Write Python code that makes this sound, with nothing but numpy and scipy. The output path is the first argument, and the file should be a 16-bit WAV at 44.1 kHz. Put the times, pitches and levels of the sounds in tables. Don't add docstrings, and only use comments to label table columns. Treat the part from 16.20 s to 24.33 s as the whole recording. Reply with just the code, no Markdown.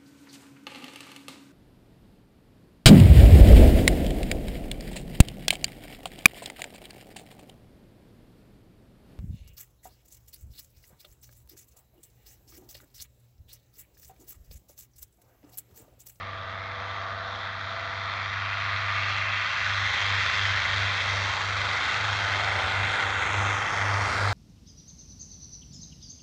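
import sys
import numpy as np
from scipy import signal
from scipy.fft import rfft, irfft, next_fast_len
from scipy.io import wavfile
from scipy.ndimage import uniform_filter1d, map_coordinates

SR = 44100
rng = np.random.default_rng(int(sys.argv[2]) if len(sys.argv) > 2 else 0)


def materialize(psi):
    bounded = np.clip(np.atleast_2d(psi).T, -1, 1)
    quanta = np.round(bounded * 32767).astype(np.int16)
    wavfile.write(sys.argv[1], SR, quanta)


N = 358533

# f/Hz, relative density/dB
RASP_SPECTRUM = [(100, -30.5), (320, -17), (500, -10), (850, -6.5), (1250, -1.65), (2100, -0.4), (2600, -4),
                 (3500, -0.9), (4300, -5), (5000, -9), (6600, -6.8), (7800, -12), (9300, -14), (15000, -25)]

START_M, LIFT_OFF_S = 330, 5.57


def aeroplane(second_roar_db=-3, roar_trim_db=-.3, far_rumble_db=-53.0, rumble_growth=.85):
    # multiple of cycle rate, level/dB; 4 is the firing and blade rate
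    low_orders = [(2, -20.5), (3, -14), (4, 0), (5, -18.5), (6, -27.5), (7, -25), (8, -26), (9, -30.5)]
    # t/s, first engine/dB, second engine/dB
    drone_levels = [(0, -48.5, -53), (1.6, -49, -53), (2.6, -43, -44), (3.25, -42, -45),
                    (3.6, -41.5, -40.5), (4.6, -42.3, -36.2), (5.1, -43.3, -37.8), (5.45, -49, -39),
                    (5.68, -44.5, -41), (5.9, -44, -38.5), (6.3, -47, -41.5), (6.6, -46, -35.3),
                    (6.9, -45, -46), (7.2, -43.5, -30.5), (7.45, -40, -41.2), (7.7, -36.8, -34.3),
                    (7.92, -35, -34), (8.13, -34, -31.5)]
    # t/s, level/dB
    roar_levels = [(0.1, -38.5), (0.91, -35.5), (1.51, -35), (2.72, -29), (4.17, -27.5), (5.2, -30),
                   (5.58, -29), (8.0, -28)]
    # f/Hz, relative density/dB
    rumble_spectrum = [(25, -40.5), (50, -17.5), (70, -6.5), (86, 2.5), (110, -7.5), (140, -11.5),
                       (190, -10), (250, -21.5), (400, -32), (900, -58)]
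    swell_db, swell_at_s, swell_width_s = 5.5, 6.5, 0.66

    t = np.arange(N) / SR
    first, second = engine_cycles()
    first_db, second_db = curves(drone_levels)
    first_drone = amp(first_db) * tones(first, low_orders, waver_db=1.5)
    second_drone = amp(second_db) * tones(second, low_orders, waver_db=1.5)

    roar_db, = curves(roar_levels)
    roar = engine_roar(first) + amp(second_roar_db) * engine_roar(second)
    roar = travel(roar, air_db_per_m_khz2=.00178, turf_hz=280, turf_octaves=1.59, patchy_db=1.1)
    roar = amp(roar_db + roar_trim_db) * roar

    near_db = 20 * np.log10(START_M / distance(t))
    rumble_db = far_rumble_db + rumble_growth * near_db
    rumble_db = rumble_db + swell_db * swell(t, swell_at_s, swell_width_s)
    rumble = amp(rumble_db) * coloured(rng.standard_normal(N), rumble_spectrum)
    return first_drone + second_drone + roar + cracks() + rumble


def engine_cycles():
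    # t/s, lag of cycle rate/Hz
    lag_curve = [(2.64, 0.0), (3.1, 0.224), (3.8, 0.765), (4.4, 0.715), (5.2, 0.683), (5.55, 0.435),
                 (5.85, -0.852), (6.1, 0.189), (6.45, 0.755), (6.9, 0.934), (7.3, 0.485), (7.7, 0.532),
                 (8.13, 0.9)]
    start_hz, rise_hz_per_s, easing_hz_per_s2 = 24.476, .1657, .0045
    t = np.arange(N) / SR
    first_hz = start_hz + rise_hz_per_s * t - easing_hz_per_s2 * t ** 2
    lag_hz, = curves(lag_curve)
    return np.cumsum([first_hz, first_hz - lag_hz], axis=1) / SR


def engine_roar(cycles, exhaust_db=-3, crackle_db=-8.7, far_tips_db=-3.5, near_tips_db=-4.8,
                far_buzz_db=-10.0, near_buzz_db=-17):
    # multiple of cycle rate, far level/dB, near level/dB (relative)
    buzz_orders = [(12, -10.5, -9.5), (16, -2.5, -6), (19, -9, 0), (20, -1, -3.5), (23, 1, -1),
                   (24, -2, -3), (26, -5, -6), (27, 3.5, 0), (28, -0.5, -5), (31, -5.5, 0), (35, -6, 2),
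                   (41, -3, -4.5), (43, -1, -5), (48, 5, -5), (49, 0, -5), (54, 0.5, -2.5)]
    bangs = exhaust(cycles, jitter_s=.00006, scatter_db=0.7, ring_s=0.0052, drift_rate_per_s=1.3)
    air = rasp(cycles, cycle_depth=0.19, shaft_depth=0.17, blade_depth=.12, tip_depth=.22)
    tips = blade_tips(cycles, sharpness=4, second_burst=0.31, low_hz=3100)
    spikes = crackle(cycles, spread_db=6.5, jitter_s=.0002)

    orders = [(order, np.linspace(far_db, near_db, N)) for order, far_db, near_db in buzz_orders]
    buzz = unit(tones(cycles, orders, waver_db=2.6, waver_rate_per_s=5, stray_turns=.06))
    buzz_gain = amp(np.linspace(far_buzz_db, near_buzz_db, N))
    tips_gain = amp(np.linspace(far_tips_db, near_tips_db, N))
    return amp(exhaust_db) * bangs + air + tips_gain * tips + amp(crackle_db) * spikes + buzz_gain * buzz


def exhaust(cycles, jitter_s, scatter_db, ring_s, drift_rate_per_s, cylinders=4):
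    # f/Hz, relative density/dB
    bang_spectrum = [(130, -48.5), (250, -19), (400, -19), (650, -12), (1200, 1), (2000, 0), (3000, -8),
                     (5000, -15), (9000, -24.5), (15000, -44.5)]
    t = np.arange(SR // 40) / SR
    out = np.zeros(N)
    for cylinder in range(cylinders):
        times = moments(cycles, cylinder / cylinders)
        late, size = rng.standard_normal((len(times), 2)).T
        bangs = pulses(times + jitter_s * late, amp(scatter_db * size))
        turn_rad = 2 * wobble(drift_rate_per_s)
        for share in (np.cos(turn_rad), np.sin(turn_rad)):
            pipe = unit(rng.standard_normal(len(t)) * np.exp(-t / ring_s))
            out += signal.oaconvolve(share * bangs, pipe)[:N]
    return coloured(out, bang_spectrum)


def rasp(cycles, cycle_depth, shaft_depth, blade_depth, tip_depth):
    log_gate = np.zeros(N)
    for order, depth in zip((1, 2, 4, 8), (cycle_depth, shaft_depth, blade_depth, tip_depth)):
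        log_gate += depth * np.cos(2 * np.pi * (order * cycles + rng.random()))
    return coloured(np.exp(log_gate) * rng.standard_normal(N), RASP_SPECTRUM)


def blade_tips(cycles, sharpness, second_burst, low_hz):
    facing = np.cos(2 * np.pi * (4 * cycles + rng.random()))
    gate = np.exp(sharpness * (facing - 1)) + second_burst * np.exp(sharpness * (-facing - 1))
    flicker = amp(1.5 * wobble(40))
    bursts = coloured(gate * flicker * rng.standard_normal(N), RASP_SPECTRUM)
    return unit(filtered(bursts, lambda hz: hz ** 2 / (hz ** 2 + low_hz ** 2)))


def crackle(cycles, spread_db, jitter_s, per_cycle=8):
    times = moments(per_cycle * cycles, 0)
    late, size = rng.standard_normal((len(times), 2)).T
    spikes = pulses(times + jitter_s * late, -amp(spread_db * np.minimum(size, 2.55)))
    return unit(filtered(coloured(spikes, RASP_SPECTRUM), lambda hz: hz / np.hypot(hz, 1200)))


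def tones(cycles, orders, waver_db, waver_rate_per_s=3, stray_turns=.05, firing_waver_db=0.15):
    out = np.zeros(N)
    for order, db in orders:
        order = round(order)
        if order == 4:
            stray, depth_db = 0, firing_waver_db
        else:
            stray, depth_db = rng.random() + stray_turns * wobble(waver_rate_per_s), waver_db
        gain = amp(db + depth_db * wobble(waver_rate_per_s))
        out += gain * np.sin(2 * np.pi * (order * cycles + stray))
    return np.sqrt(2) * out


def cracks(ring_s=0.00029, ring_hz=2000, top_hz=6500):
    # t/s, peak level/dB
    crack_list = [(3.744, -14), (3.747, -12), (3.953, -13), (4.036, -12), (4.063, -14), (4.814, -14),
                  (5.744, -10), (6.498, -15), (6.825, -15), (6.905, -12)]
    t = np.arange(SR // 200) / SR
    snap = -np.exp(-t / ring_s) * np.cos(2 * np.pi * ring_hz * t)
    times, db = np.transpose(crack_list)
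    snaps = signal.fftconvolve(pulses(times, amp(db)), snap)[:N]
    return filtered(snaps, lambda hz: 1 / (1 + (hz / top_hz) ** 8))


def travel(x, air_db_per_m_khz2, turf_hz, turf_octaves, patchy_db):
    # t/s, centre f/Hz, depth/dB
    hollow_curve = [(0.2, 2650, 2.5), (1.1, 2500, 8), (1.9, 2620, 5.5), (2.3, 3290, 3), (2.7, 3560, 4),
                    (3.3, 3800, 4.5)]
    # f/Hz, width/Hz, level/dB
    airborne_bands = [(250, 80, 3), (800, 130, 3), (1140, 110, -1.5), (1450, 110, 2.2), (1780, 120, -1.5),
                      (2110, 100, 1.4), (3130, 160, 2.4)]
    # f/Hz, width/Hz, level/dB
    far_bands = [(460, 80, -2.5), (655, 58, 0.5), (820, 80, -.5), (1193, 46, 3), (1610, 350, -1.15)]
    clear_at_s, clear_takes_s = 3.41, .21
    near_m, near_fade_m = 137, 34
    grazing_db_per_khz, head_on_lift_db_per_khz = 1.14, 0.36
    hollow_width_hz = 610
    turf_db, turf_at_s, turf_width_s = 15.5, 2.99, 1.74
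    edge_full_db, edge_start_hz, edge_at_s = 22, 10200, 7
    edge_fall_octaves_per_s, edge_octaves = .64, 0.39
    soften_full_db, soften_hz, soften_octaves = 5, 2300, 1

    hz, t, z = signal.stft(x, SR, nperseg=1024)
    hz = hz[:, None]
    khz = hz / 1000
    metres = distance(t)

    grazing = 1 - onset(t, clear_at_s, clear_takes_s)
    tilt_db = (grazing_db_per_khz * grazing - head_on_lift_db_per_khz) * khz
    hollow_hz, depth_db = curves(hollow_curve, t)
    hollow_db = depth_db * grazing * swell(hz, hollow_hz, hollow_width_hz)

    turf_amount_db = turf_db * swell(t, turf_at_s, turf_width_s)
    turf_loss_db = turf_amount_db * swell(np.log2((hz + 1) / turf_hz), 0, turf_octaves)

    near = 1 - onset(metres, near_m, near_fade_m)
    edge_hz = edge_start_hz * 2 ** (-edge_fall_octaves_per_s * (t - edge_at_s))
    edge_db = edge_full_db * near * swell(np.log2((hz + 1) / edge_hz), 0, edge_octaves)
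    soften_db = soften_full_db * near * swell(np.log2((hz + 1) / soften_hz), 0, soften_octaves)

    air_loss_db = air_db_per_m_khz2 * metres * khz ** 2
    loss_db = air_loss_db + tilt_db + hollow_db + turf_loss_db + edge_db + soften_db
    gain = amp(-loss_db) * ground_echo(hz, t)

    patches = uniform_filter1d(rng.standard_normal(z.shape), 10, axis=0)
    patches = uniform_filter1d(patches, 16, axis=1)
    gain = gain * amp(patchy_db * unit(patches))

    power = np.mean(np.abs(z) ** 2, axis=1, keepdims=True)
    mid = (hz > 900) & (hz < 2600)
    gain = gain / np.sqrt(np.sum(mid * power * gain ** 2, axis=0) / power.sum())

    airborne = onset(t, LIFT_OFF_S, clear_takes_s)
    accents_db = airborne * bands(airborne_bands, hz) + grazing * bands(far_bands, hz)
    return signal.istft(z * gain * amp(accents_db), SR, nperseg=1024)[1][:N] / np.std(x)


def ground_echo(hz, t):
    engine_height_m, climb_m_per_s = 1.83, .25
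    ear_height_m, sound_m_per_s = 1.3, 343
    full_strength, rise_s, height_spread = .72, 1.55, .07
    airborne_s = np.maximum(t - LIFT_OFF_S, 0)
    height_m = engine_height_m + climb_m_per_s * airborne_s
    delay_s = 2 * height_m * ear_height_m / distance(t) / sound_m_per_s
    turn_rad = 2 * np.pi * hz * delay_s
    echo = full_strength * np.minimum(airborne_s / rise_s, 1)
    blur = np.exp(-(height_spread * turn_rad) ** 2 / 2)
    return np.sqrt(1 + echo ** 2 + 2 * echo * blur * np.cos(turn_rad))


def distance(t):
    speed_m_per_s, accel_m_per_s2 = 8.93, 4.16
    return np.maximum(START_M - speed_m_per_s * t - accel_m_per_s2 * t ** 2 / 2, 20)


def field_air(hum_hz=213, hum_db=-64, countryside_db=-63):
    # t/s, level/dB
    breeze_levels = [(0, -59.5), (2, -82), (6.2, -77.5), (8.13, -54.5)]
    # f/Hz, relative density/dB
    wind_spectrum = [(12, -5.5), (35, -0.5), (55, -1.5), (100, -13), (300, -50.5)]
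    # f/Hz, relative density/dB
    countryside_spectrum = [(20, -15), (50, -1), (280, 1), (380, -10), (900, -25), (4000, -60)]
    wind_db, = curves(breeze_levels)
    hum = np.sqrt(2) * np.sin(2 * np.pi * hum_hz * np.arange(N) / SR)
    countryside = coloured(rng.standard_normal(N), countryside_spectrum)
    wind = coloured(rng.standard_normal(N), wind_spectrum)
    return amp(wind_db) * wind + amp(countryside_db) * countryside + amp(hum_db) * hum


def amp(db):
    return 10 ** (np.asarray(db) / 20)


def unit(x):
    return x / np.sqrt(np.mean(x ** 2) + 1e-20)


def curves(rows, times=None):
    s, *cols = np.transpose(rows)
    at = np.arange(N) / SR if times is None else times
    return [np.interp(at, s, c) for c in cols]


def wobble(rate_per_s):
    knots = rng.standard_normal(int(N * rate_per_s / SR) + 4)
    return map_coordinates(knots, [np.arange(N) * rate_per_s / SR])


def filtered(x, response):
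    size = next_fast_len(N + 8192)
    return irfft(rfft(x, size) * response(np.fft.rfftfreq(size, 1 / SR)), size)[:N]


def coloured(x, spectrum):
    f, db = np.transpose(spectrum)
    return unit(filtered(x, lambda hz: amp(np.interp(np.log(hz + 1), np.log(f), db))))


def pulses(times, sizes):
    place = np.clip(times * SR, 0, N - 2)
    i = place.astype(int)
    return np.bincount(i, sizes * (1 - place + i), N) + np.bincount(i + 1, sizes * (place - i), N)


def moments(cycles, share):
    return np.interp(np.arange(int(cycles[-1])) + share, cycles, np.arange(N) / SR)


def onset(t, at, takes):
    return (1 + np.tanh((t - at) / takes / 2)) / 2


def swell(x, centre, width):
    return np.exp(-((x - centre) / width) ** 2)


def bands(table, hz):
    return sum(db * swell(hz, centre, width) for centre, width, db in table)


def scene():
    return (aeroplane() + field_air())[None]


def record(dry, hiss_db=-85.5, top_hz=15750):
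    # f/Hz, width/Hz, level/dB
    microphone_bands = [(1420, 110, 1), (2053, 120, 2), (2936, 96, -11.5), (10400, 300, -9.5)]
    sound = filtered(dry[0], lambda hz: amp(bands(microphone_bands, hz)))
    sound = sound + amp(hiss_db) * rng.standard_normal(N)
    return filtered(sound, lambda hz: hz < top_hz)[None]


dry = scene()
out = record(dry)
materialize(out)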